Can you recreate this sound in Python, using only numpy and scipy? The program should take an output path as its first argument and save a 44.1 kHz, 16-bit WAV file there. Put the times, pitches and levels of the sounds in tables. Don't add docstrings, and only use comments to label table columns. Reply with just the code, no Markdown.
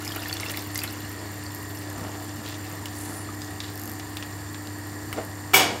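import sys
import numpy as np
from scipy import signal
from scipy.fft import rfft, irfft
from scipy.io import wavfile

SR = 44100
rng = np.random.default_rng(int(sys.argv[2]) if len(sys.argv) > 2 else 0)


def wav_record(signal):
    frames = np.transpose(np.atleast_2d(signal))
    bounded = np.clip(frames, -1, 1)
    quanta = np.round(bounded * 32767).astype(np.int16)
    wavfile.write(sys.argv[1], SR, quanta)


N = 255780
TIME = np.arange(N) / SR

# (time [s], relative flow [dB])
POUR_FLOW = [(0, -3), (.1, -4), (.4, -2), (.5, 2), (.68, -10.5), (.8, -2.5), (1.02, -13), (1.3, -14),
             (1.5, -50)]


def gain_of(db):
    return 10 ** (np.asarray(db) / 20)


def evened(x):
    return x / np.sqrt(np.mean(x ** 2) + 1e-20)


def read(points, hz):
    f, value = np.transpose(points)
    return np.interp(np.log(hz + 1), np.log(f + 1), value)


def level(points):
    return gain_of(np.interp(TIME, *np.transpose(points)))


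def add(mix, s, sound):
    part = mix[max(round(s * SR), 0):][:len(sound)]
    part += sound[:len(part)]


def hump(f, hz, width):
    return 1 / (1 + (1.3 * (f - hz) / width) ** 2)


def colour(x, gain):
    f = np.fft.rfftfreq(len(x), 1 / SR)
    return evened(irfft(rfft(x) * gain(f), len(x)))


def band_noise(hz, width, size):
    return colour(rng.standard_normal(size), lambda f: hump(f, hz, width))


def drift(rate):
    return colour(rng.standard_normal(N), lambda f: (f > 0) / (1 + (f / rate) ** 4))


def dying(x, t60s):
    hz, t, z = signal.stft(x, SR, nperseg=256)
    decay = gain_of(-60 * t / read(t60s, hz)[:, None])
    return signal.istft(z * decay, SR, nperseg=256)[1][:len(x)]


def plink(hz, t60, glide=.05, rise=0.00044):
    t = np.arange(0, t60, 1 / SR)
    tone = np.sin(2 * np.pi * hz * t * (1 + glide * t / t60))
    return tone * gain_of(-60 * t / t60) * (1 - np.exp(-t / rise))


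def burst(hz, width, t60):
    t = TIME[:4096]
    attack = 1 - np.exp(-t / .0001)
    shape = (.7 * gain_of(-60 * t / t60) + np.exp(-t / .0008)) * attack
    return evened(band_noise(hz, width, size=len(t)) * shape) * np.sqrt(np.mean(shape ** 2))


def clicks(per_s, spread_db):
    at, size = rng.random((16000, 2))[:round(per_s * N / SR)].T
    heights = gain_of(spread_db * np.minimum(-np.log(1 - size), 3))
    return np.bincount((at * N).astype(int), heights, N)


def grains(sound, per_s, spread_db):
    out, train = np.zeros(N), clicks(per_s, spread_db)
    for at in np.flatnonzero(train):
        add(out, at / SR, train[at] * sound)
    return out


def hum():
    # (frequency [Hz], rms level [dB], waver [share of the level])
    lines = [(100.1, -40, 0.044), (299, -43, 0.17), (329.9, -51, 0.45), (232, -56.5, 0.68),
             (406.3, -56.5, 0.58), (761, -57, 0.85), (693, -62, 0.79), (971, -58.5, .7), (1890, -57, 0.97)]
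    out = np.zeros(N)
    for hz, db, waver in lines:
        wander = 1 + waver * (drift(4.0) + 1j * drift(5.7)) / np.sqrt(2)
        line = (wander * np.exp(2j * np.pi * hz * TIME)).real
        out += gain_of(db) * np.sqrt(2 / (1 + waver ** 2)) * line
    return out


def burner(db=-40.0):
    # (frequency [Hz], relative spectral level [dB per Hz])
    rush = [(25, -34), (42, -18), (68, 4), (130, 1), (200, -1), (380, -3), (530, -7.5), (1100, -5),
            (1450, -11.5), (3200, -22.5), (6000, -19.5), (10000, -28), (13000, -29.5), (15700, -26)]
    # (frequency [Hz], width [Hz], peak on the scale of the rush [dB])
    resonances = [(1717, 110, -4), (1848, 182, -3.5), (4580, 420, -12.5), (7234, 260, -6), (8540, 640, -13),
                  (9450, 300, -19), (10470, 140, -19), (11740, 300, -15), (12300, 700, -17)]

    def gain(f):
        power = gain_of(read(rush, f)) ** 2
        for hz, width, peak_db in resonances:
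            power = power + (gain_of(peak_db) * hump(f, hz, width)) ** 2
        return np.sqrt(power)
    return gain_of(db) * colour(rng.standard_normal(N), gain)


def kitchen(x, near_db=-9, tail_db=-12):
    # (frequency [Hz], t60 [s])
    room_t60 = [(100, 0.43), (1000, 0.43), (5000, 0.25), (15000, 0.29)]
    t = TIME[:SR // 2]
    signs = rng.choice([-1., 1.], len(t))
    taps = signs * (rng.random(len(t)) < 2500 / SR) * (t > .001)
    near = taps * gain_of(-60 * t / 0.04)
    tail = dying(taps * (t > .008), room_t60)
    echo = gain_of(near_db) * near / np.linalg.norm(near) + gain_of(tail_db) * tail / np.linalg.norm(tail)
    return x + signal.fftconvolve(x, echo)[:N]


def seethe(db=-48, cool_db_per_s=1.5, low_hz=1500, high_hz=6200):
    pitches = np.linspace(low_hz, high_hz, num=12)
    crowd = sum(grains(burst(hz, width=970, t60=0.027), per_s=50, spread_db=3) for hz in pitches)
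    return gain_of(db - cool_db_per_s * TIME) * evened(crowd)


def pushing():
    # (time of the hardest push [s], swell and fade time [s], level [dB])
    strokes = [(1.22, 0.055, -42), (2.03, 0.16, -40.5), (2.43, .1, -48), (2.75, .06, -45.5),
               (3.12, 0.044, -37.5), (3.88, 0.11, -49), (5.189, .034, -34.5)]
    return sum(gain_of(db) * np.exp(-abs(TIME - s) / fade) for s, fade, db in strokes)


def simmer(db=-48.5, cool_db_per_s=1.7, pour_flare_db=4, stir_flare_db=36):
    pitches = np.concatenate([np.linspace(11600, 14800, num=16), np.linspace(3000, 11000, num=9)])
    ticks = sum(grains(burst(hz, width=2200, t60=0.019), per_s=7, spread_db=5.0) for hz in pitches)
    pour_flare = gain_of(pour_flare_db) * level(POUR_FLOW)
    stir_flare = gain_of(stir_flare_db) * pushing()
    heat = gain_of(-cool_db_per_s * TIME) * np.sqrt(1 + pour_flare ** 2 + stir_flare ** 2)
    return gain_of(db) * heat * evened(ticks)


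def sputter(first=3.7163, db=-32, body_db=-6, attack_s=.065, release_s=.08):
    out, ages = np.zeros(N), np.arange(1, 16) / 50
    for age in ages:
        opening = min(age / attack_s, 1, (ages[-1] - age) / release_s)
        hiss = burst(rng.normal(12800, 300), width=1900, t60=0.0092)
        body = gain_of(body_db) * burst(6300, width=2400, t60=0.009)
        add(out, first + age - ages[0], gain_of(db) * opening ** 2 * (hiss + body))
    return out


def pops(bubbles_db=3, spits_db=3, snap_db=-7):
    # (time [s], level before bubbles_db [dB], pitch [Hz])
    bubbles = [(0.0774, -22, 5100), (.1106, -30, 4750), (.1201, -25.5, 3160), (0.2202, -31, 4900),
               (0.2575, -28, 1760), (.2825, -28.5, 11600), (.298, -28, 3340), (0.3274, -18, 4430),
               (.3671, -29, 3470), (0.4076, -29, 9100), (0.432, -23, 2150), (.4612, -24.5, 2680),
               (.4855, -28, 5200), (.7565, -25, 2030), (.7903, -21, 4770), (0.8173, -26, 2590),
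               (.8765, -27, 4100), (1.1912, -36, 5040), (1.4645, -31, 4500), (3.289, -31, 1210),
               (3.4183, -29, 4850), (3.446, -33, 6380), (3.6035, -26, 3760)]
    # (time [s], level before spits_db [dB], centre [Hz])
    spits = [(.1223, -39, 12500), (.161, -30.5, 1000), (.162, -33, 12700), (.3385, -33, 12000),
             (.369, -34, 4900), (.3993, -31, 5600), (.498, -32, 3600), (.508, -37, 11000),
             (.572, -29, 14000), (.573, -31, 3800), (.746, -32, 12400), (.757, -27.5, 6550),
             (.776, -33, 7650), (.778, -25, 14500), (0.836, -25, 11400), (.8401, -29, 1920),
             (1.548, -33, 12600), (2.245, -41, 12500), (2.488, -39, 13000), (4.87, -41, 13000),
             (5.2496, -39, 13200)]
    mid_hz = 3000
    bubble_t60_s, bubble_damping = 0.018, 0.19
    spit_width_hz, spit_widening = 2500, .3
    spit_t60_s, spit_damping = .036, 0.53
    out = np.zeros(N)
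    for s, db, hz in bubbles:
        snap = gain_of(snap_db) * burst(hz, width=1.0 * hz, t60=0.0063)
        ring = plink(hz, bubble_t60_s * (mid_hz / hz) ** bubble_damping, glide=0.033, rise=0.00053)
        add(out, s, gain_of(db + bubbles_db) * ring)
        add(out, s, gain_of(db) * snap)
    for s, db, hz in spits:
        width = spit_width_hz * (hz / mid_hz) ** spit_widening
        t60 = spit_t60_s * (mid_hz / hz) ** spit_damping
        add(out, s, gain_of(db + spits_db) * burst(hz, width, t60))
    return out


def rocking(count=4, start_s=5.653, gap_s=0.035, force_db=-19, loss_db=2.5, hz=203):
    return [(start_s + k * gap_s, force_db - k * loss_db, hz) for k in range(count)]


def clatter(clang_db=-15.5, modes_db=-3.5, spot_db=-6, ring=0.99):
    # (time [s], force [dB], pitch of the struck spot [Hz])
    blows = [(5.535, -7, 1308), (5.5385, -2, 2290), (5.5424, 0.5, 2258), (5.5557, -3.5, 2330),
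             (5.5626, -6.5, 2260), (5.572, -11, 7780), (5.594, -8.5, 3355), (5.609, -11.5, 2250)]
    # (frequency [Hz], level before modes_db [dB], t60 before ring [s])
    modes = [(302, -30, .3), (391, -22.5, .35), (480, -32, .8), (685, -30, .7), (735, -27, .6),
             (762, -20, .4), (813, -26, .3), (925, -28, .35), (957, -25, .4), (1058, -27, .35),
             (1445, -30, .45), (1600, -28, .3), (1780, -28, .4), (2160, -27, .55), (2268, -20, .4),
             (2319, -21, .36), (2562, -30, .25), (2895, -20, .33), (2965, -30, .35), (3361, -21, .38),
             (3550, -29, .3), (4716, -32, .43), (5055, -33, .5), (5271, -32, .42), (5353, -29, .35),
             (5548, -30, .25), (6535, -28, .45), (7719, -27, .22), (8440, -32, .28), (9938, -32, .22)]
    # (frequency [Hz], relative level [dB per Hz], t60 [s])
    clang = np.array([(50, -26, 0.46), (130, -5, 0.46), (320, -5, .55), (750, 0, 0.59), (1300, 0, 0.43),
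                      (2020, -1.5, 0.56), (2940, 3.5, 0.36), (3900, -4, 0.55), (5400, -3, 0.48),
                      (8350, -3.5, 0.33), (9200, -9, 0.34), (12200, -4.5, 0.27), (15700, -1.5, 0.16)])
    bright_db_per_octave, bright_per_force_db = 1.86, 0.63
    out, feed = np.zeros(N), np.zeros(N)
    knots = np.arange(0, SR / 2, 55)
    uneven_db = 3 * rng.standard_normal(len(knots)) * np.minimum(knots / 4000, 1)
    for s, force_db, hz in list(blows) + rocking():
        bright_db = bright_db_per_octave + bright_per_force_db * force_db

        def spectrum(f):
            tilt_db = bright_db * np.log2(1 + f / 500)
            return gain_of(read(clang[:, :2], f) + np.interp(f, knots, uneven_db) + tilt_db)
        crash = colour(rng.standard_normal(SR // 2), spectrum)
        add(out, s, gain_of(clang_db + force_db) * dying(crash, clang[:, ::2]))
        add(out, s, gain_of(spot_db + force_db) * plink(hz, t60=0.048, glide=0, rise=0.002))
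        add(feed, s, [gain_of(force_db) ** 2])
    for hz, db, t60 in modes:
        kept = gain_of(-60 / (ring * t60 * SR)) ** 2
        energy = signal.lfilter([1], [1, -kept], feed)
        tone = np.sin(2 * np.pi * (hz * TIME + rng.random()))
        out += gain_of(db + modes_db) * np.sqrt(energy) * tone
    return out


def bumps(width_share=.55, t60_s=0.19):
    # (time [s], level [dB], centre [Hz])
    nudges = [(1.966, -33.5, 230), (2.01, -30, 232), (2.375, -34.5, 200), (3.09, -38, 200),
              (5.175, -27.5, 620)]
    out, t = np.zeros(N), TIME[:SR // 4]
    shape = gain_of(-60 * t / t60_s) * (1 - np.exp(-t / 0.0045))
    for s, db, hz in nudges:
        knock = evened(band_noise(hz, width_share * hz, size=len(t)) * shape)
        add(out, s, gain_of(db) * knock * np.sqrt(np.mean(shape ** 2)))
    return out


def spoon_ticks(ticks_db=3):
    # (time [s], body level before ticks_db [dB], body centre [Hz], crack level before ticks_db [dB])
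    ticks = [(2.857, -34, 2900, -32.5), (3.4185, -39, 5500, -44), (3.603, -32, 3800, -50),
             (3.997, -35.5, 3900, -47), (4.17, -30.5, 2700, -34), (4.226, -32.5, 2900, -50),
             (4.5453, -37, 3000, -52), (4.6725, -40, 4200, -48), (5.1278, -30, 1800, -31.5)]
    out = np.zeros(N)
    for s, body_db, hz, edge_db in ticks:
        body = gain_of(body_db) * burst(hz, width=2360, t60=.035)
        crack = gain_of(edge_db) * burst(10000, width=22000, t60=0.028)
        add(out, s, body + crack)
    return gain_of(ticks_db) * out


def spoon(sizzle_db=1, churn_db=-55.5, churn_pour_db=-46):
    # (frequency [Hz], relative spectral level [dB per Hz])
    slosh = [(60, -28), (150, -7), (240, -1), (650, -1), (1000, -4), (1500, -10), (3000, -18), (8000, -35)]
    # (time [s], length [s], level before sizzle_db [dB], centre [Hz], width [Hz])
    sizzles = [(1.49, .42, -57, 13400, 2400), (2.41, 0.18, -43.5, 3600, 2600),
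               (2.549, 0.23, -52, 2390, 1300), (2.899, 0.31, -44, 9300, 4000),
               (3.131, 0.12, -44, 9600, 750), (3.589, .14, -46.5, 3800, 1900)]
    pour_churn = gain_of(churn_pour_db) * level(POUR_FLOW)
    churn = np.sqrt(pushing() ** 2 + gain_of(churn_db) ** 2 + pour_churn ** 2)
    out = churn * colour(clicks(per_s=900, spread_db=5), lambda f: gain_of(read(slosh, f)))
    for s, length, db, hz, width in sizzles:
        train = clicks(per_s=1500, spread_db=5.0)[:round(length * SR)]
        fizz = colour(train, lambda f: hump(f, hz, width))
        add(out, s, gain_of(db + sizzle_db) * fizz * signal.windows.tukey(len(fizz), .7))
    return out


def stream(bubbles_db=-41.5, splash_db=-45, cycles=26):
    pitches = np.geomspace(1400, 5500, num=30) * rng.uniform(1.0, 1.03, size=30)
    swarm, slaps = np.zeros(N), np.zeros(N)
    for hz in pitches:
        bubble = plink(hz, t60=cycles / hz, glide=0.046, rise=0.00045)
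        swarm += np.sqrt(hz) * grains(bubble, per_s=7, spread_db=3.5)
    for hz in np.geomspace(1100, 7500, num=16):
        slaps += grains(burst(hz, width=.8 * hz, t60=0.0068), per_s=28, spread_db=2.0)
    return level(POUR_FLOW) * (gain_of(bubbles_db) * evened(swarm) + gain_of(splash_db) * evened(slaps))


def scene():
    pan = seethe() + simmer() + sputter() + pops() + bumps() + spoon_ticks() + spoon() + stream()
    return (hum() + burner() + clatter() + kitchen(pan))[None]


def record(dry, edge_hz=15780):
    roll_off = signal.butter(2, 40, "highpass", fs=SR, output="sos")
    thin = signal.sosfilt(roll_off, dry)
    low_pass = signal.firwin(511, edge_hz, window=("kaiser", 9), fs=SR)
    return signal.oaconvolve(thin, low_pass[None], "same")


dry = scene()
out = record(dry)
wav_record(out)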